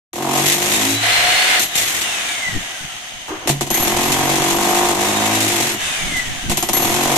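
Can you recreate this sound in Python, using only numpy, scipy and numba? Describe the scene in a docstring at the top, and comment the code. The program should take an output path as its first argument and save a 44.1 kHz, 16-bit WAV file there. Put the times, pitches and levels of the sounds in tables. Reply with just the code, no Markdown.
"""A corded demolition hammer on a concrete floor in a bare room, two metres from a hand-held phone.
It opens hammering, one blow a crank turn: the slab thuds, concrete cracks, the steel chisel rings.
Lifted at 1 s, the tool races; released, it knocks a few more times as fan and gears whine down.
At 3.3 s the tip scrapes and lands, and a long burst gathers speed, then slows as the motor coasts.
Air puffs on the microphone in the pauses; at 6.5 s the tool lands again for a last short burst."""
import sys
import numpy as np
from scipy import signal
from scipy.fft import rfft, irfft
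from scipy.io import wavfile
from scipy.ndimage import uniform_filter1d
from numba import njit

SR = 44100
rng = np.random.default_rng(int(sys.argv[2]) if len(sys.argv) > 2 else 0)


def output_pcm(signal):
    """Save a mono or channel-first signal as 16-bit PCM at the path in sys.argv[1].

    Samples are clipped to [-1, 1] before scaling.
    """
    pcm = np.clip(np.atleast_2d(signal).T, -1, 1) * 32767
    wavfile.write(sys.argv[1], SR, np.round(pcm).astype(np.int16))


N = 316197
TIME = np.arange(N) / SR
FREQ = np.arange(N // 2 + 1) * SR / N

# Levels in the tables are relative: each source adds its own gain.
# bursts of hammering: (first blow [s], end [s], crack level [dB])
BURSTS = [(0.131, 0.951, -21.5), (1.793, 2.031, -23.5), (3.772, 5.754, -24.5), (6.766, 7.175, -25)]
# per burst, how hard the tool is leaned on and how freely it rings: (time [s], thud [dB], ring [dB])
PRESSURE = [
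    [(0.14, -28.5, -22), (0.166, -23, -22), (0.27, -18.3, -27), (0.38, -18.7, -23), (0.468, -23.3, -25),
     (0.774, -22.5, -28), (0.904, -25.5, -27), (0.99, -34, -34)],
    [(1.8, -60, -25), (2.0, -38, -38)],
    [(3.785, -21, -21.5), (3.923, -19, -26), (4.0, -19, -31), (4.25, -18.5, -28), (4.36, -19, -36),
     (4.52, -18.5, -28), (4.72, -17.3, -28), (4.86, -17, -35), (4.93, -19.5, -35), (5.3, -19, -36),
     (5.46, -24.5, -34), (5.56, -20.5, -34), (5.72, -25, -29)],
    [(6.77, -19, -23), (6.88, -19, -24), (6.97, -19, -31), (7.15, -18, -27)],
]
# single knocks of the chisel, and at 3.667 s a low thump as the motor starts: (time [s], crack [dB], thud [dB],
# ring [dB], chipping [dB])
KNOCKS = [(1.5949, -13.5, -27, -19, -19), (1.614, -15.5, -34, -28, -26), (1.6302, -16, -31, -44, -30),
          (1.7539, -11.5, -47, -21, -35), (1.7762, -11, -49, -25, -26), (3.282, -34, -41, -60, -49),
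          (3.4735, -13.5, -17.5, -45, -27), (3.492, -10.5, -15, -48, -30), (3.6089, -15.5, -17.5, -53, -25),
          (3.667, -25.5, -27, -50, -45), (3.703, -18, -18, -17, -24), (3.742, -20, -22.5, -12, -22),
          (6.166, -20, -44, -44, -36), (6.497, -15, -21.5, -45, -30), (6.514, -15, -18.5, -47, -37),
          (6.572, -15.5, -21, -16, -16), (6.626, -16.5, -19, -29, -19.5), (6.688, -15.5, -17.5, -32, -22),
          (6.7317, -20, -18.5, -11, -19)]
# multiples of the blow rate that boom: (time [s], half-width [s], multiple, level [dB])
BOOMS = [(0.455, 0.16, 3, -31.5), (0.884, 0.086, 5, -23), (0.91, 0.09, 6, -36), (4.2, 0.087, 2, -40),
         (5.385, 0.085, 6, -20), (5.394, 0.11, 7, -26), (5.363, .08, 11, -28)]
# the tip scraping the floor: (time [s], level [dB])
SCRAPE_LEVEL = [(3.279, -60), (3.282, -30.5), (3.3, -27.5), (3.4, -34.5), (3.47, -34), (3.5, -70)]
# dull bumps as the tool lands: (time [s], pitch [Hz], decay to -60 dB [s], level [dB])
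LANDINGS = [(3.306, 316, 0.28, -22.5), (3.318, 386, 0.18, -23), (3.459, 307, 0.11, -21),
            (3.499, 140.6, 0.45, -14), (6.497, 214, 0.2, -20), (6.508, 149.3, 0.33, -21.5)]
# trigger held: (start [s], end [s], speed aimed at [turns/s], further climb [turns/s per s])
TRIGGER = [(0.127, 1.57, 43.7, 14), (3.693, 5.42, 42.8, 6.82), (6.723, 7.2, 42, 12)]
# brief rises and sags in the crank's speed: (time [s], half-width [s], change [turns/s])
SURGES = [(0.2, 0.033, 4.5), (1.06, 0.11, 1.2), (4.95, 0.045, -3)]
# the lifted tool races: (start [s], end [s])
RACING_SPAN = (1.03, 1.595)
# fan and gears against crank speed: (speed [turns/s], level [dB])
MOTOR_LEVEL = [(10, -35), (18, -29.5), (33, -20.5), (42, -18.5), (62, -16.5)]
# motor whine: (multiple of the fan tone, level [dB])
WHINE_TONES = [(1, -14), (2, -27), (2.29, -28), (3, -23), (4, -18.5), (6, -19), (7, -27), (8, -16)]
# the whine swells and sinks as the tool is turned: (time [s], half-width [s], level change [dB])
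WHINE_SWELLS = [(1.0, 0.04, 4), (1.375, 0.023, 3), (1.67, 0.041, -4), (5.15, 0.03, 5.5)]
# gears of the racing tool: (multiple of the crank speed, level [dB])
GEAR_TONES = [(12, -8), (34, -11), (56, -15)]
# puffs of air on the microphone: (time [s], half-width [s], level [dB])
PUFFS = [(2.549, 0.046, -25), (2.835, 0.026, -36), (4.987, .025, -43), (6.094, 0.043, -24),
         (6.337, 0.041, -33.5), (6.492, 0.026, -20.5)]
# faint rumble under them: (time [s], level [dB])
RUMBLE_LEVEL = [(0.13, -59), (0.9, -48), (1.3, -38.5), (1.8, -54), (2.3, -60), (3.2, -46), (3.9, -29),
                (4.4, -33.5), (5.3, -45), (7.1, -29)]

# resonances: (frequency [Hz], bandwidth [Hz], level [dB])
SLAB_MODES = [(111, 8.1, -9), (139.4, 8.2, 1), (198.5, 19, -2.5), (230, 15, 4), (272.3, 16.6, 3),
              (334, 33.6, 3.5), (383.7, 17, 4), (453, 10.5, -1.5)]
BODY_MODES = [(595, 40, -2.5), (684.5, 45, -1), (738, 38, 6.5), (810, 28, -0.5), (891, 30, 0),
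              (968, 45, -1), (1067, 55, -0.5), (1252, 22, -4.5)]
CHISEL_MODES = [(3359, 50, -21), (4318, 40, -19), (6250, 160, -18), (6783, 140, -20), (9170, 110, -18),
                (11510, 50, -1.5), (11530, 200, -12), (13400, 260, -17.5)]
HOLDER_MODES = [(1684, 70, 5), (2930, 140, 4.5), (3620, 210, 6.5), (6730, 180, -1.5), (7670, 850, -4.5),
                (9100, 110, 2)]  # chisel holder and gear case
HOUSING_MODES = [(726, 57, -15), (1960, 46, -13), (3025, 440, -16), (6450, 200, -18)]

# spectra: (frequency [Hz], level [dB])
CRUNCH_SPECTRUM = [(60, -45), (120, -32), (289, -5), (486, -6.5), (725, -2), (1070, -11), (1600, -9.5),
                   (2080, -45), (3520, -120)]
CRACK_SPECTRUM = [(760, -2), (1300, -35), (1790, 5), (3730, 6), (4920, 0), (6820, 6.5), (10700, -2),
                  (11900, 0), (14400, -8), (15000, -103)]
CHIP_SPECTRUM = [(1500, -10), (4000, -5), (6500, 5), (10000, -0.5), (14000, -1), (15000, -60)]
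SCRAPE_SPECTRUM = [(150, -10), (350, 1.5), (1100, 3.5), (3000, -9), (5500, -30)]
GEAR_SPECTRUM = [(180, -18), (300, -13), (490, -16), (714, -6.5), (898, -10), (1330, -8), (2040, -3.5),
                 (3400, -9), (4540, -15.5), (6400, -10.5), (13800, -25), (15000, -56)]
ROAR_SPECTRUM = [(88, -60), (150, -25), (589, -13), (714, -7), (802, -11), (1180, -11), (2020, -3),
                 (2400, -5), (4210, -11.5), (4630, -13), (13600, -24.5), (15000, -69)]
BUFFET_SPECTRUM = [(15, 6), (50, -4), (130, -5), (280, -7), (600, -31), (2000, -80)]
HOUSING_RADIATION = [(900, 2), (1500, 3), (1800, 5), (2030, 19), (2200, 6.5), (2620, 6), (3100, 3),
                     (3750, 8), (4000, 7.5), (4400, 5), (4900, 1), (5900, 3), (7500, 2.5), (9200, 5),
                     (10800, -3), (13000, -16)]  # how well the whine gets out

# the phone's noise suppressor ducks briefly: (time [s], half-width [s], level change [dB])
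PHONE_DUCKS = [(0.58, 0.021, -5.5), (0.976, 0.038, -4), (1.688, 0.045, -10), (4.575, 0.025, -4.5),
               (4.952, 0.028, -6), (5.773, 0.023, -7.5)]
# likeness of the phone's two microphones: (frequency [Hz], correlation [-1 to 1])
MIC_LIKENESS = [(30, -0.3), (120, 0.9), (400, 0.63), (750, 0.41), (1400, -0.02), (15000, 0)]
# their balance: (frequency [Hz], left minus right [dB])
MIC_BALANCE = [(100, -2), (300, 0.5), (700, -1), (1300, 2.5), (2500, -1), (8000, 3)]

FIRST_BLOW_S = BURSTS[0][0]
ROOM_T60_S, TOP_HZ = 0.35, 14450


def hammering(speed):
    """One blow a crank turn in every burst: (time [s], thud [dB], crack [dB], ring [dB])."""
    rows = []
    for (start, end, crack_db), pressure in zip(BURSTS, PRESSURE):
        inside = (TIME >= start) & (TIME <= end)
        turns = np.cumsum(speed[inside]) / SR
        at = np.interp(np.arange(turns[-1]), turns, TIME[inside])
        s, thud_db, ring_db = np.transpose(pressure)
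        thud = np.interp(at, s, thud_db) + 1
        steel = np.interp(at, s, ring_db) + phone_gain_db(at)
        rows.append(np.column_stack([at, thud, crack_db + phone_gain_db(at), steel]))
    return np.vstack(rows)


def blows(speed, scatter_db=2.5, jitter_s=.00009, rebound_s=.005955, rebound_db=(-11.5, -2, -2)):
    """Impulses for thud, crack and ring; the chisel's loose rebound hardly moves the slab."""
    rows = hammering(speed)
    # the slab answers evenly; the crumbling concrete does not
    rows += rng.standard_normal(rows.shape) * [jitter_s, scatter_db / 4, scatter_db, scatter_db]
    knocks = [(s, thud, crack - 7, steel + 1.5) for s, crack, thud, steel, _ in KNOCKS]
    at, *levels = np.vstack([knocks, rows]).T
    rebound_at = at + rebound_s * undb(0.4 * rng.standard_normal(len(at)))
    rebound_scatter_db = 0.97 * rng.standard_normal(len(at))
    hits = np.zeros((3, N))
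    for track, db, drop_db in zip(hits, levels, rebound_db):
        np.add.at(track, (at * SR).astype(int), impulse(db))
        np.add.at(track, (rebound_at * SR).astype(int), impulse(db + drop_db + rebound_scatter_db))
    return hits


def slab(hits, lag_s=.00202):
    """Just after the crack, slab and tool ring, with a short crunch as the concrete gives."""
    hits = np.interp(TIME - lag_s, TIME, hits)
    modes = undb(-5.8) * through(hits, ring(SLAB_MODES)) + undb(-2.8) * body(hits)
    crunch = bursts(hits, t60=.024, tail_db=-4) * noise(CRUNCH_SPECTRUM)
    return room(modes, wet_db=-5) + undb(-8.5) * crunch


def body(hits, usual_db=-18, growth=0.77):
    """The tool's body rings louder the harder it is leaned on; its modes wander as it rocks."""
    s, thud_db, _ = np.vstack(PRESSURE).T
    lean_db = np.clip(np.interp(TIME, s, thud_db) - usual_db, -8, 8)
    drift = 1 + .008 * walk(7.3)
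    modes = sum((-1) ** k * undb(db) * width * resonate(hits, hz * drift, float(width))
                for k, (hz, width, db) in enumerate(BODY_MODES))
    energy = SR / (4 * np.pi) * sum(undb(2 * db) * width for _, width, db in BODY_MODES)
    return modes / np.sqrt(energy) * undb(growth * lean_db)


def concrete(hits):
    """A snap and a gritty crack, new at each blow, and the clank of steel on stone, which repeats."""
    grit = unit(undb(1.2 * walk(700)))
    crack = bursts(hits, t60=.13, tail_db=-6)
    snap = undb(-19) * bursts(hits, t60=.025, tail_db=-20)
    clank = through(hits, noise(CRACK_SPECTRUM)[:, :SR // 2] * fade(t60=.09))
    return np.hypot(crack, snap) * grit * noise(CRACK_SPECTRUM) + undb(-4.5) * clank


def chisel(hits):
    """Lengthwise modes of the steel, never struck quite alike; they flare as the grip on it shifts."""
    grip = undb(-6.3 + 1.5 * walk(20))
    contact = bursts(hits, t60=.005, tail_db=6) * grip * noise()
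    return through(contact, ring(CHISEL_MODES))


def chipping():
    """A single knock on fresh concrete chips it with a short, bright crack."""
    hits = np.zeros(N)
    for s, *_, db in KNOCKS:
        hits[int(s * SR)] += impulse(db - 3)
    return bursts(hits, t60=.035, tail_db=-9) * noise(CHIP_SPECTRUM)


def booms(speed):
    """Multiples of the blow rate swell as they pass through resonances of slab and room."""
    phase = 2 * np.pi * np.cumsum(speed) / SR
    tones = sum(undb(db) * bell(s, width) * np.sin(k * phase) for s, width, k, db in BOOMS)
    return tones * (TIME > FIRST_BLOW_S)


def crank(first_speed=36., top_speed=62.1, spin_up_s=.054, friction=14.1, air_drag=.0123):
    """Turns per s: the motor spins up and climbs; released, it coasts against friction and air."""
    speed = np.full(N, first_speed)
    even = np.sqrt(friction / air_drag)  # the speed at which the two brakes are equal
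    for on, off, reached, climb in TRIGGER:
        held, released = np.maximum(TIME - on, 0), np.maximum(TIME - off, 0)
        aim = -np.logaddexp(-(reached + climb * held), -top_speed)  # soft ceiling
        driven = aim + (np.interp(on, TIME, speed) - aim) * np.exp(-held / spin_up_s)
        # coasting loses friction + air_drag * speed ** 2 each second
        angle = np.arctan(np.interp(off, TIME, driven) / even) - friction / even * released
        coasting = even * np.tan(np.maximum(angle, 0))
        speed = np.select([TIME < on, TIME < off], [speed, driven], coasting)
    return speed + swells(SURGES)


def motor(speed):
    """Rush and whine, both damped under load; the piston shakes the floor twice a turn."""
    running = np.clip((TIME - FIRST_BLOW_S) / .028, 0, 1)
    loaded = load()
    level = undb(curve(speed, MOTOR_LEVEL) - 1.5 * loaded + phone_gain_db(TIME)) * running
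    turns = np.cumsum(speed) / SR
    # near full speed the shaking meets a low room resonance, which hums on after the tool is lifted
    shake = undb(-59.5) * through(np.sin(4 * np.pi * turns) * loaded, ring([(109.9, 1.9, 0)]))
    whine_db = -6 * loaded + swells(WHINE_SWELLS) + 1.5 * walk(18)
    tones = undb(whine_db) * whine(speed) + whirr(turns)
    return rush(level, turns) + level * tones + clatter(level, speed) + shake


def rush(level, turns):
    """Air and gear noise, louder in the mids when racing, with a slight rattle."""
    free = racing()
    gears = undb(-3.5) * np.sqrt(1 - free) * noise(GEAR_SPECTRUM)
    roar = undb(1.5) * np.sqrt(free) * noise(ROAR_SPECTRUM)
    # the housing keeps ringing as the air dies down; pressing the tool down damps it
    housing = undb(-18.5 - 11 * load()) * np.sqrt(level) * through(noise(), ring(HOUSING_MODES))
    # racing air also drives its lowest modes hard
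    low_modes = ring([(729, 28, -3.5), (2080, 70, -0.5), (2900, 140, -6)])
    howl = undb(-6) * free * through(noise(), low_modes)
    rattle = undb(.098 * np.cos(2 * np.pi * turns) + .65 * walk(400))
    return (level * (gears + roar + howl) + housing) * rattle


def whine(speed, cycles_per_turn=70.5):
    """Tones of fan blades and gear teeth, slightly unsteady, swelling where the housing radiates well."""
    fan_hz = cycles_per_turn * speed * (1 + .0055 * walk(200))
    phase = 2 * np.pi * np.cumsum(fan_hz) / SR
    tones = sum(undb(db + curve(k * fan_hz, HOUSING_RADIATION)) * np.sin(k * phase) * (k * fan_hz < TOP_HZ)
                for k, db in WHINE_TONES)
    # the tones die away before the rotor stops
    return room(tones, wet_db=1) * np.minimum(speed / 22, 1) ** 3


def whirr(turns):
    """Racing, the unloaded gears sing on multiples of the crank speed, each wavering on its own."""
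    tones = sum(undb(db + 2 * walk(25)) * np.sin(2 * np.pi * k * turns + .6 * walk(40))
                for k, db in GEAR_TONES)
    return room(tones * racing(), wet_db=-6)


def clatter(level, speed, ticks_per_turn=2.7):
    """Unloaded, the chisel rattles in its holder and the gears tick through their play."""
    ticks = rng.random(N) < ticks_per_turn * speed / SR
    strength = undb(2 * rng.standard_normal(N).clip(-2, 2))
    rattle = room(through(ticks * strength, ring(HOLDER_MODES)), wet_db=9)
    return undb(-9) * level * (1 - load()) * unit(rattle)


def set_down():
    """The tip scrapes the floor, then the weight of the tool makes it boom."""
    s, db = np.transpose(SCRAPE_LEVEL)
    out = undb(np.interp(TIME, s, db, left=-np.inf, right=-np.inf)) * noise(SCRAPE_SPECTRUM)
    for s, hz, t60, db in LANDINGS:
        t = np.maximum(TIME - s, 0)
        out += undb(db - 60 * t / t60) * np.sin(2 * np.pi * hz * t)
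    return out


def buffeting():
    """Low, ragged puffs of air right on the microphone, over a faint rumble."""
    rumble = undb(curve(TIME, RUMBLE_LEVEL)) * (TIME > FIRST_BLOW_S)
    puffs = sum(undb(db) * bell(s, width) for s, width, db in PUFFS)
    return (rumble + puffs) * unit(noise(BUFFET_SPECTRUM) * undb(2.9 * walk(50)))


def room(x, wet_db):
    """Direct sound plus the dense echo of bare walls."""
    echo = noise()[:, :SR // 2] * fade(ROOM_T60_S) * (TIME[:SR // 2] > .003)
    return (x + undb(wet_db) * through(x, echo)) / np.sqrt(1 + undb(2 * wet_db))


def load():
    """1 while the chisel is pressed down, 0 while it is lifted."""
    pressed = sum((TIME > start) & (TIME < end) for start, end, _ in BURSTS)
    return uniform_filter1d(1. * pressed, size=1200)


def racing():
    """1 while the lifted tool races."""
    start, end = RACING_SPAN
    return uniform_filter1d(1. 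* ((TIME > start) & (TIME < end)), size=1200).clip(0, 1)


def phone_gain_db(t, start_db=-14.5, fade_in_s=.31):
    """The phone's gain on crack, ring and motor fades in at the start and ducks briefly at set times."""
    return start_db * np.clip(1 - (t - FIRST_BLOW_S) / fade_in_s, 0, 1) + swells(PHONE_DUCKS, t)


def bursts(hits, t60, tail_db):
    """Envelope of the noise that hits set off: a short burst and its tail in the room."""
    tail = undb(2 * tail_db)
    power = (fade(t60) ** 2 + tail * fade(ROOM_T60_S) ** 2) / (1 + tail)
    return np.sqrt(np.maximum(through(hits ** 2, power), 0))


def ring(modes):
    """Unit-energy response of modes; neighbours start in opposite directions."""
    t = TIME[:SR // 2]
    h = sum((-1) ** k * undb(db) * width * np.exp(-np.pi * width * t) * np.cos(2 * np.pi * hz * t)
            for k, (hz, width, db) in enumerate(modes))
    return h / np.sqrt(np.sum(h ** 2))


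@njit
def resonate(x, hz, width):
    """One mode whose frequency may move every sample."""
    out, z = np.empty(len(x)), 0j
    for i in range(len(x)):
        z = z * np.exp(np.pi * (2j * hz[i] - width) / SR) + x[i] + 1e-18
        out[i] = z.real
    return out


def noise(spectrum=((1000, 0),)):
    """Noise at the two microphones, alike in the upper bass and unrelated in the treble."""
    mid, side = rng.standard_normal((2, 2 * len(FREQ))).view(complex)
    likeness = across(MIC_LIKENESS)
    pair = mid * np.sqrt(1 + likeness) + np.array([[1], [-1]]) * side * np.sqrt(1 - likeness)
    return unit(irfft(pair * undb(across(spectrum)), N))


def walk(rate):
    """Random levels held 1 / rate s and smoothed twice; spread near 1."""
    hold = int(SR / rate)
    steps = np.repeat(rng.standard_normal(N // hold + 1), hold)
    return 1.316 * uniform_filter1d(uniform_filter1d(steps, hold), hold)[:N]


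def through(x, response):
    """Convolve with the first half second of a response."""
    return signal.fftconvolve(np.atleast_2d(x), np.atleast_2d(response)[:, :SR // 2], axes=1)[:, :N]


def fade(t60):
    """A dying amplitude of unit energy."""
    decay = undb(-60 * TIME[:SR // 2] / t60)
    return decay / np.sqrt(np.sum(decay ** 2))


def impulse(db):
    """Height of impulses that reach this rms level at 50 a second."""
    return undb(db) * np.sqrt(SR / 50)


def bell(s, width, t=TIME):
    """A bell-shaped swell of height 1 at time s."""
    return np.exp(-((t - s) / width) ** 2 / 2)


def swells(rows, t=TIME):
    """Sum of bells: (time [s], half-width [s], height)."""
    return sum(height * bell(s, width, t) for s, width, height in rows)


def curve(x, points):
    """Join points with straight lines."""
    return np.interp(x, *np.transpose(points))


def across(points):
    """Join (frequency [Hz], value) points on a log-frequency axis."""
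    hz, value = np.transpose(points)
    return np.interp(np.log(FREQ + 1), np.log(hz), value)


def undb(db):
    """Decibels to gain."""
    return 10 ** (np.asarray(db) / 20)


def unit(x):
    """Scale to rms 1."""
    return x / np.sqrt(np.mean(x ** 2))


def scene():
    """The hammer from two metres: blows and motor share one crank speed."""
    speed = crank()
    thuds, cracks, rings = blows(speed)
    strikes = slab(thuds) + concrete(cracks) + chisel(rings) + chipping() + booms(speed)
    return strikes + motor(speed) + set_down() + buffeting()


def record(dry):
    """The phone's two microphones differ a little in colour; peaks are rounded and the top is cut."""
    colour = undb(np.array([[.5], [-.5]]) * across(MIC_BALANCE))
    mics = irfft(rfft(dry) * colour, N) * (TIME > FIRST_BLOW_S / 2)
    rounded = mics / (1 + (mics / .85) ** 6) ** (1 / 6)
    return signal.sosfilt(signal.ellip(10, .2, 70, TOP_HZ, fs=SR, output="sos"), rounded)


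dry = scene()
out = record(dry)
output_pcm(out)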